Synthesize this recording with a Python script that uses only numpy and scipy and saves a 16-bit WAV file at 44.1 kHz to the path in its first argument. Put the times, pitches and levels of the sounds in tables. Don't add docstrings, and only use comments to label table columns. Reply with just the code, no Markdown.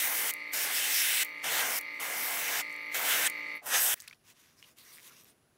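import sys
import numpy as np
from scipy import signal
from scipy.fft import rfft, irfft
from scipy.io import wavfile
from scipy.ndimage import uniform_filter1d, map_coordinates

SR = 44100
rng = np.random.default_rng(int(sys.argv[2]) if len(sys.argv) > 2 else 0)


def gain_from_db(level_db):
    decades = np.asarray(level_db, float) / 20
    return 10 ** decades


def materialize(psi):
    bounded = np.clip(np.atleast_2d(psi).T, -1, 1)
    quanta = np.round(bounded * 32767).astype(np.int16)
    wavfile.write(sys.argv[1], SR, quanta)


N = 245637
TIME = np.arange(N) / SR
FREQ = np.maximum(np.arange(N // 2 + 1) * SR / N, 1)
CLOSER_S, BOTTLE_S = 3.64, 3.9425

# opens t/s, shuts t/s, shutting time t/s, leak before opening t/s
VALVE = [
    (-.1, .3075, .0045, .01),
    (.536, 1.231, .003, .024),
    (1.444, 1.7865, .004, .026),
    (2.003, 2.604, .012, .012),
    (2.948, 3.273, .0055, .04),
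    (3.663, 4.0, .01, .042),
]


def unit(x):
    return x / np.sqrt(np.mean(x ** 2))


def walk(rate):
    k = int(SR / rate)
    held = np.repeat(rng.standard_normal(N // k + 1), k)
    return 1.3 * uniform_filter1d(uniform_filter1d(held, k), k)[:N]


def curves(tables):
    s, *columns = np.transpose(np.vstack(tables))
    return [np.interp(TIME, s, c) for c in columns]


def hiss(colour, edges_hz, count, patchy_db, rate, grain_db):
    hz, db = np.transpose(colour)
    spit = gain_from_db(grain_db * walk(900))
    spectrum = rfft(rng.standard_normal(N) * spit) * gain_from_db(np.interp(np.log(FREQ), np.log(hz), db))
    layers = []
    for lo, hi in zip(edges_hz[:-1], edges_hz[1:]):
        place = count * np.log(FREQ / lo) / np.log(hi / lo) - .5
        layer = 0
        for k in range(count):
            strip = irfft(spectrum * np.cos(np.pi / 2 * np.clip(place - k, -1, 1)), N)
            layer = layer + strip * gain_from_db(patchy_db * walk(rate))
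        layers.append(unit(layer))
    return layers


def ring(x, hz, width_hz):
    return signal.lfilter(*signal.iirpeak(min(hz, 16000), hz / width_hz, fs=SR), x)


def clicks(rows, crack_db, crack_s, crack_hz):
    out, t = np.zeros(N), TIME[:SR // 20]
    noises = rng.standard_normal((len(rows), 2, len(t)))
    for (s, db, hz, t60, top_db), noise in zip(rows, noises):
        crack = ring(noise[0] * np.exp(-(t / crack_s) ** 2), crack_hz, 9900)
        crack = ring(crack, crack_hz, 9000)
        tone = np.sin(2 * np.pi * hz * t) + 0.57 * unit(ring(noise[1], hz, 0.28 * hz))
        tone = tone * gain_from_db(-60 * t / max(t60, .002)) * np.minimum(t / 0.00034, 1)
        click = gain_from_db(db) * tone / np.abs(tone).max()
        click = click + gain_from_db(top_db + crack_db) * crack / np.abs(crack).max()
        out[int(s * SR):][:len(t)] += click
    return out


def valve_flow():
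    opening_s, leak_db, tail_db, tail_s = .009, -11.5, -19, 0.034
    flow = 0
    for opens, shuts, shutting, leak in VALVE:
        opened = np.clip((TIME - opens) / opening_s + 1, 0, 1) ** 2
        leaking = gain_from_db(leak_db) * np.clip((TIME - opens) / leak + 1, 0, 1)
        after = np.maximum(TIME - shuts, 0)
        closing = np.exp(-(after / shutting) ** 2) + gain_from_db(tail_db) * np.exp(-after / tail_s)
        flow = flow + np.minimum(opened + leaking, 1) * closing / (1 + gain_from_db(tail_db))
    return flow


def airbrush():
    # t/s, air flow level/dB, strike on the part level/dB,
    # flutter round its edges level/dB
    bursts = [
        [(0.0, -32, -7.5, -53), (0.118, -33, -13.5, -45.5), (0.18, -31, -14.5, -49.5), (0.236, -33, -13.5, -40),
         (0.305, -32, -10.5, -52)],
        [(0.54, -33.5, -10.5, -48), (0.64, -32, -10.5, -47), (0.69, -38, -5.5, -43), (0.758, -32, -8, -49.5),
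         (0.88, -34.5, -6.5, -48), (0.97, -29.5, -10, -52.5), (1.228, -32, -4, -53.5)],
        [(1.45, -37.5, -6, -43), (1.61, -32, -8.5, -41.5), (1.634, -35, -8, -42), (1.784, -33, -13, -48)],
        [(2.008, -40, -10, -47), (2.234, -36.5, -12.5, -46), (2.458, -36, -8.5, -47), (2.6, -36.5, -4.5, -45.5)],
        [(2.95, -34, -7.5, -44), (3.01, -38, -10, -41), (3.12, -31, -3.5, -43.5), (3.21, -33.5, -6.5, -43),
         (3.27, -31, -4, -42.5)],
        [(3.665, -37.5, -14.5, -45.5), (3.7, -38, -8, -45), (3.745, -30.5, -1.5, -39),
         (3.82, -28, -13.5, -46.5), (3.94, -30, -9, -48.5)],
    ]
    # f/Hz, density level/dB
    jet_colour = [(60, -44.5), (153, -30), (300, -26.5), (492, -17.5), (1000, -10), (1280, -7.5),
                  (1650, 11.5), (2100, -5.5), (2900, -5), (4100, -7.5), (6140, -4), (10000, -3.5),
                  (11800, -2), (16000, -1)]
    # t/s, peak level/dB, centre f/Hz
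    trigger_ticks = [(0.3378, -17, 11300), (1.2484, -20.5, 11900), (1.812, -23, 12900), (1.9455, -46, 6180),
                     (2.6964, -46, 11500), (2.7065, -43, 6250), (2.715, -40.5, 8190), (2.7244, -42, 9930),
                     (2.7282, -36, 8550), (2.7414, -40, 8200), (2.7634, -39, 7950), (2.8315, -50, 10900),
                     (2.8607, -45, 10500), (3.2992, -19.5, 11500)]
    flutter, body, splash, jet, edge = hiss(jet_colour, [110, 1200, 1900, 4200, 9000, 16500],
                                            count=5, patchy_db=1.87, rate=14, grain_db=0.5)
    air_db, strike_db, flutter_db = curves(bursts)
    strike_db = strike_db + 7
    body_db = -7 + 0.5 * (flutter_db + 46) + .7 * strike_db
    struck = gain_from_db(body_db) * body + gain_from_db(-3 + strike_db) * splash
    free = gain_from_db(-3.5 + 0.49 * strike_db) * jet + gain_from_db(-1 - .1 * strike_db) * edge
    flapping = gain_from_db(1.84 + flutter_db) * flutter
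    spray = valve_flow() * (flapping + gain_from_db(air_db) * (struck + free))
    comb_hz = 2803 * (1 + 0.012 * walk(3.5))
    bench = map_coordinates(spray, [np.arange(N) - SR / comb_hz], order=3)
    cancelled = ring(spray, 4380, 1300) + 0.8 * ring(spray, 2250, 500) + 0.7 * ring(spray, 1050, 400)
    spray = spray - 0.39 * (TIME > CLOSER_S) * cancelled
    tick_rows = [(s + .0001, db - 7.5, hz, .004, db) for s, db, hz in trigger_ticks]
    ticks = clicks(tick_rows, crack_db=-4.5, crack_s=0.0008, crack_hz=11500)
    puff_s, rise_s, fall_s = 3.558, .006, 0.019
    puff = gain_from_db(-54.5) * np.exp(-((TIME - puff_s) / np.where(TIME < puff_s, rise_s, fall_s)) ** 2)
    return (spray + gain_from_db(-16.5) * bench) * (TIME < BOTTLE_S) + ticks + edge * puff


def compressor():
    # multiple of the shaft speed, level/dB
    shaft_orders = [(3, -27), (7, -23), (8, -24), (9, -19), (10, -19), (11, -18), (14, -27), (16, -15),
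                    (17, -26), (19, -18), (22, -11), (23, -19), (24, -21), (25, -24), (30, -20), (31, -18),
                    (33, -19), (34, -11), (37, 0), (38, 0), (39, -11), (40, -8), (41, -1), (42, -8),
                    (44, -8), (47, -17), (49, -18), (51, -18), (63, -27), (68, -21), (76, -23), (79, -22),
                    (81, -18), (83, -21)]
    # centre f/Hz, width f/Hz, level/dB
    casing = [(503, 320, -36), (1180, 350, -24), (1820, 81, -16.5), (2043, 190, 2.5), (2170, 470, -5.5),
              (2425, 27, -16), (2805, 280, -9), (3000, 100, -25), (3325, 120, -12), (3770, 140, -15),
              (4250, 200, -11), (4494, 160, -18), (5900, 300, -20), (10370, 460, -30.5)]
    # f/Hz, density level/dB
    air_colour = [(35, -80.5), (60, -43), (294, -14), (346, -20), (607, -24.5), (698, -27), (1220, -23.5),
                  (1580, -25), (2050, -12), (3270, -33.5), (4420, -21.5), (5720, -40.5), (16000, -37)]
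    shaft_hz, sag_hz_per_s, load_hz, load_s = 55.4, .06, .36, .15
    shut = 1 - sum((TIME > opens) & (TIME < shuts) for opens, shuts, *_ in VALVE)
    load = signal.lfilter([1 / (load_s * SR)], [1, 1 / (load_s * SR) - 1], shut)
    turn = 2 * np.pi * np.cumsum(shaft_hz - sag_hz_per_s * TIME - load_hz * load) / SR
    slip = turn / 3
    order, db = np.transpose(shaft_orders)
    order = np.round(order).astype(int)
    shape = np.full(128, -26.)
    shape[order] = db
    ringdown = -np.imag(signal.hilbert(np.log(gain_from_db(np.r_[shape, shape[::-1]]))))
    wobble = .002 * walk(25)
    whine = 0
    for k, start in zip(order, rng.uniform(0, 2 * np.pi, len(order))):
        phase = k * (turn + wobble) + (ringdown[k] if k > 32 else k * start)
        beat = 0.0105 * min(k, 50) * (np.sin(phase + slip) - np.sin(phase - slip))
        whine = whine + gain_from_db(shape[k] + 0.2 * walk(22)) * (np.sin(phase) + beat)
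    valve = rng.standard_normal(N) * (1 + .4 * np.sin(turn))
    rattle = sum(gain_from_db(db) * ring(ring(valve, hz, width), hz, width) for hz, width, db in casing)
    low, high = hiss(air_colour, [60, 4000, 16500], count=5, patchy_db=-4.0, rate=20, grain_db=1.0)
    hum = np.sin(2 * np.pi * 295.1 * TIME)
    body = unit(whine) + gain_from_db(-8) * unit(rattle) + gain_from_db(-17) * low + gain_from_db(-22) * high + gain_from_db(-19) * hum
    fade_s = 3.56
    fade = np.clip((CLOSER_S - TIME) / (CLOSER_S - fade_s), 0, 1) ** 2.3
    swell_db = 0.5 * (TIME - 1.08) ** 2
    return body * fade * gain_from_db(-42 + swell_db)


def hands():
    # f/Hz, density level/dB
    glove_colour = [(200, -6), (500, -11), (750, -20), (1020, -2.5), (1320, -7), (1930, -3.5), (2690, -4.5),
                    (5800, 0), (8090, -4), (12300, -1.5), (16000, -5)]
    # touch t/s, firmest t/s, let go t/s, level/dB, crinkle level/dB
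    strokes = [(3.93, 3.98, 4.0, -63, 4), (3.993, 4.03, 4.07, -64, 0.5), (4.042, 4.088, 4.18, -70, -4),
               (4.236, 4.308, 4.34, -63, 0), (4.335, 4.4, 4.6, -67.5, -2.5), (4.56, 4.595, 4.64, -68.5, 1),
               (4.6, 4.686, 4.745, -66, 1.5), (4.76, 4.786, 4.89, -62, 3), (4.82, 4.94, 5.0, -61, 5.5),
               (4.952, 5.07, 5.11, -59, 2.5), (5.05, 5.134, 5.19, -64.5, 0.5),
               (5.14, 5.205, 5.24, -63.5, 2), (5.217, 5.285, 5.34, -68.5, 1)]
    # t/s, peak level/dB, centre f/Hz, crack level/dB
    snap_rows = [(3.9972, -47, 3390, -50), (4.0023, -34, 6600, -39), (4.0026, -40, 4800, -60),
                 (4.0057, -38, 13000, -41), (4.0098, -41, 5380, -44), (4.0124, -43, 6200, -47),
                 (4.0212, -44, 2000, -42), (4.0804, -35, 4340, -39.5), (4.084, -38.5, 3770, -60),
                 (4.0982, -44, 4500, -60), (4.1464, -56, 4400, -64), (4.786, -47, 4230, -52),
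                 (5.0484, -48, 10500, -52), (5.0564, -51, 10100, -57), (4.971, -46, 1910, -57),
                 (5.07, -48, 4000, -50), (5.077, -48, 3500, -50), (5.236, -46, 12900, -58),
                 (5.245, -44, 12500, -53), (5.2546, -54, 2580, -62)]
    # t/s, peak level/dB, centre f/Hz, t60/s, crack level/dB
    knocks = [
        (4.0768, -37.5, 2550, 0.011, -42),
        (4.1106, -39.5, 2250, 0.018, -68),
        (4.1097, -54, 1500, 0.022, -70),
        (4.127, -52, 1440, 0.026, -70),
        (4.076, -53, 1730, 0.022, -72),
        (4.1278, -42.5, 2460, 0.02, -70),
        (4.132, -45, 2550, 0.013, -65),
        (4.6266, -38.5, 2860, 0.011, -58),
        (4.626, -53, 1900, 0.01, -70),
    ]
    palm, creak, rub, rustle = hiss(glove_colour, [200, 900, 3500, 8000, 16500],
                                    count=5, patchy_db=2.0, rate=19, grain_db=1.5)
    out = gain_from_db(-83) * (creak + rub + rustle)
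    for touch, firm, go, db, crinkle_db in strokes:
        grip = np.minimum((TIME - touch) / (firm - touch), (go - TIME) / (go - firm))
        grip = np.clip(grip, 0, 1) ** 1.06
        slide = gain_from_db(-13) * palm + gain_from_db(-0.4 * crinkle_db) * creak + gain_from_db(-0.4) * rub
        out = out + gain_from_db(db) * grip * (slide + gain_from_db(crinkle_db) * rustle)
    snaps = [(s, db, hz, .0045, top_db) for s, db, hz, top_db in snap_rows]
    creak_s, gap_s, creak_db, fade_db, creak_hz = 4.9778, .0059, -41.5, -1.2, 2130
    for k, (a, b, c) in enumerate(rng.standard_normal((6, 3))):
        s = creak_s + k * gap_s + .0003 * a
        db = creak_db + k * fade_db + 1.2 * b
        snaps.append((s, db, creak_hz * (1 + 0.074 * c), .0045, creak_db - 17))
    impacts = clicks(snaps + list(knocks), crack_db=5.0, crack_s=0.00063, crack_hz=8500)
    return out * (TIME > BOTTLE_S) + impacts


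def squeaks():
    # t/s, length
    # t/s, centre f/Hz, level/dB
    swells = [(.9, 0.23, 11300, -51), (.9, 0.38, 15300, -39), (1.02, 0.26, 2800, -47),
              (2.2, 0.4, 14200, -49), (2.95, 0.36, 14200, -38), (3.253, 0.025, 8500, -29.5),
              (3.612, 0.063, 750, -52), (3.708, 0.11, 6260, -34.5), (3.765, 0.18, 8500, -34),
              (3.79, 0.12, 12100, -42), (3.946, 0.073, 1900, -60), (4.014, 0.062, 1970, -59),
              (4.055, 0.067, 1500, -66), (4.57, .045, 5300, -66), (4.632, 0.023, 2900, -56.5),
              (4.768, 0.086, 4140, -63), (4.813, 0.15, 2000, -63), (4.834, 0.11, 5800, -61.5),
              (4.92, .05, 9200, -59), (4.9, 0.54, 348, -71.5), (0.736, 0.075, 5140, -36.5),
              (0.903, 0.15, 5360, -34), (2.404, 0.15, 5200, -66), (5.085, 0.051, 1300, -61),
              (5.28, .04, 9200, -66)]
    out = 0
    for s, length, hz, db in swells:
        swell = np.sin(np.pi * np.clip((TIME - s) / length, 0, 1))
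        width_hz = min(290 + 0.054 * hz, 750)
        out = out + gain_from_db(db) * swell * unit(ring(rng.standard_normal(N), hz, width_hz))
    return out


def room():
    # f/Hz, density level/dB
    room_colour = [(20, -26), (45, -15.5), (110, -4.5), (200, -8), (330, -10), (640, -11.5), (900, -18),
                   (1500, -18.5), (3000, -25.5), (9000, -32), (13000, -35.5), (15800, -38.5)]
    low, high = hiss(room_colour, [20, 400, 17000], count=6, patchy_db=1.5, rate=6, grain_db=0.5)
    bass = gain_from_db(np.where(TIME < CLOSER_S, -9, -3))
    whine = gain_from_db(-79) * np.sin(2 * np.pi * 9972 * TIME + .4 * walk(30))
    return gain_from_db(-70.5) * (bass * low + gain_from_db(-4) * high) + (TIME > BOTTLE_S) * whine


def scene():
    return np.tile(airbrush() + compressor() + hands() + squeaks() + room(), (2, 1))


def top_cut(x):
    return signal.sosfilt(signal.butter(12, 16480, fs=SR, output="sos"), x)


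def record(dry):
    low_pass = signal.ellip(12, .3, 45, 15760, fs=SR, output="sos")
    return top_cut(signal.sosfilt(low_pass, dry))


dry = scene()
out = record(dry)
materialize(out)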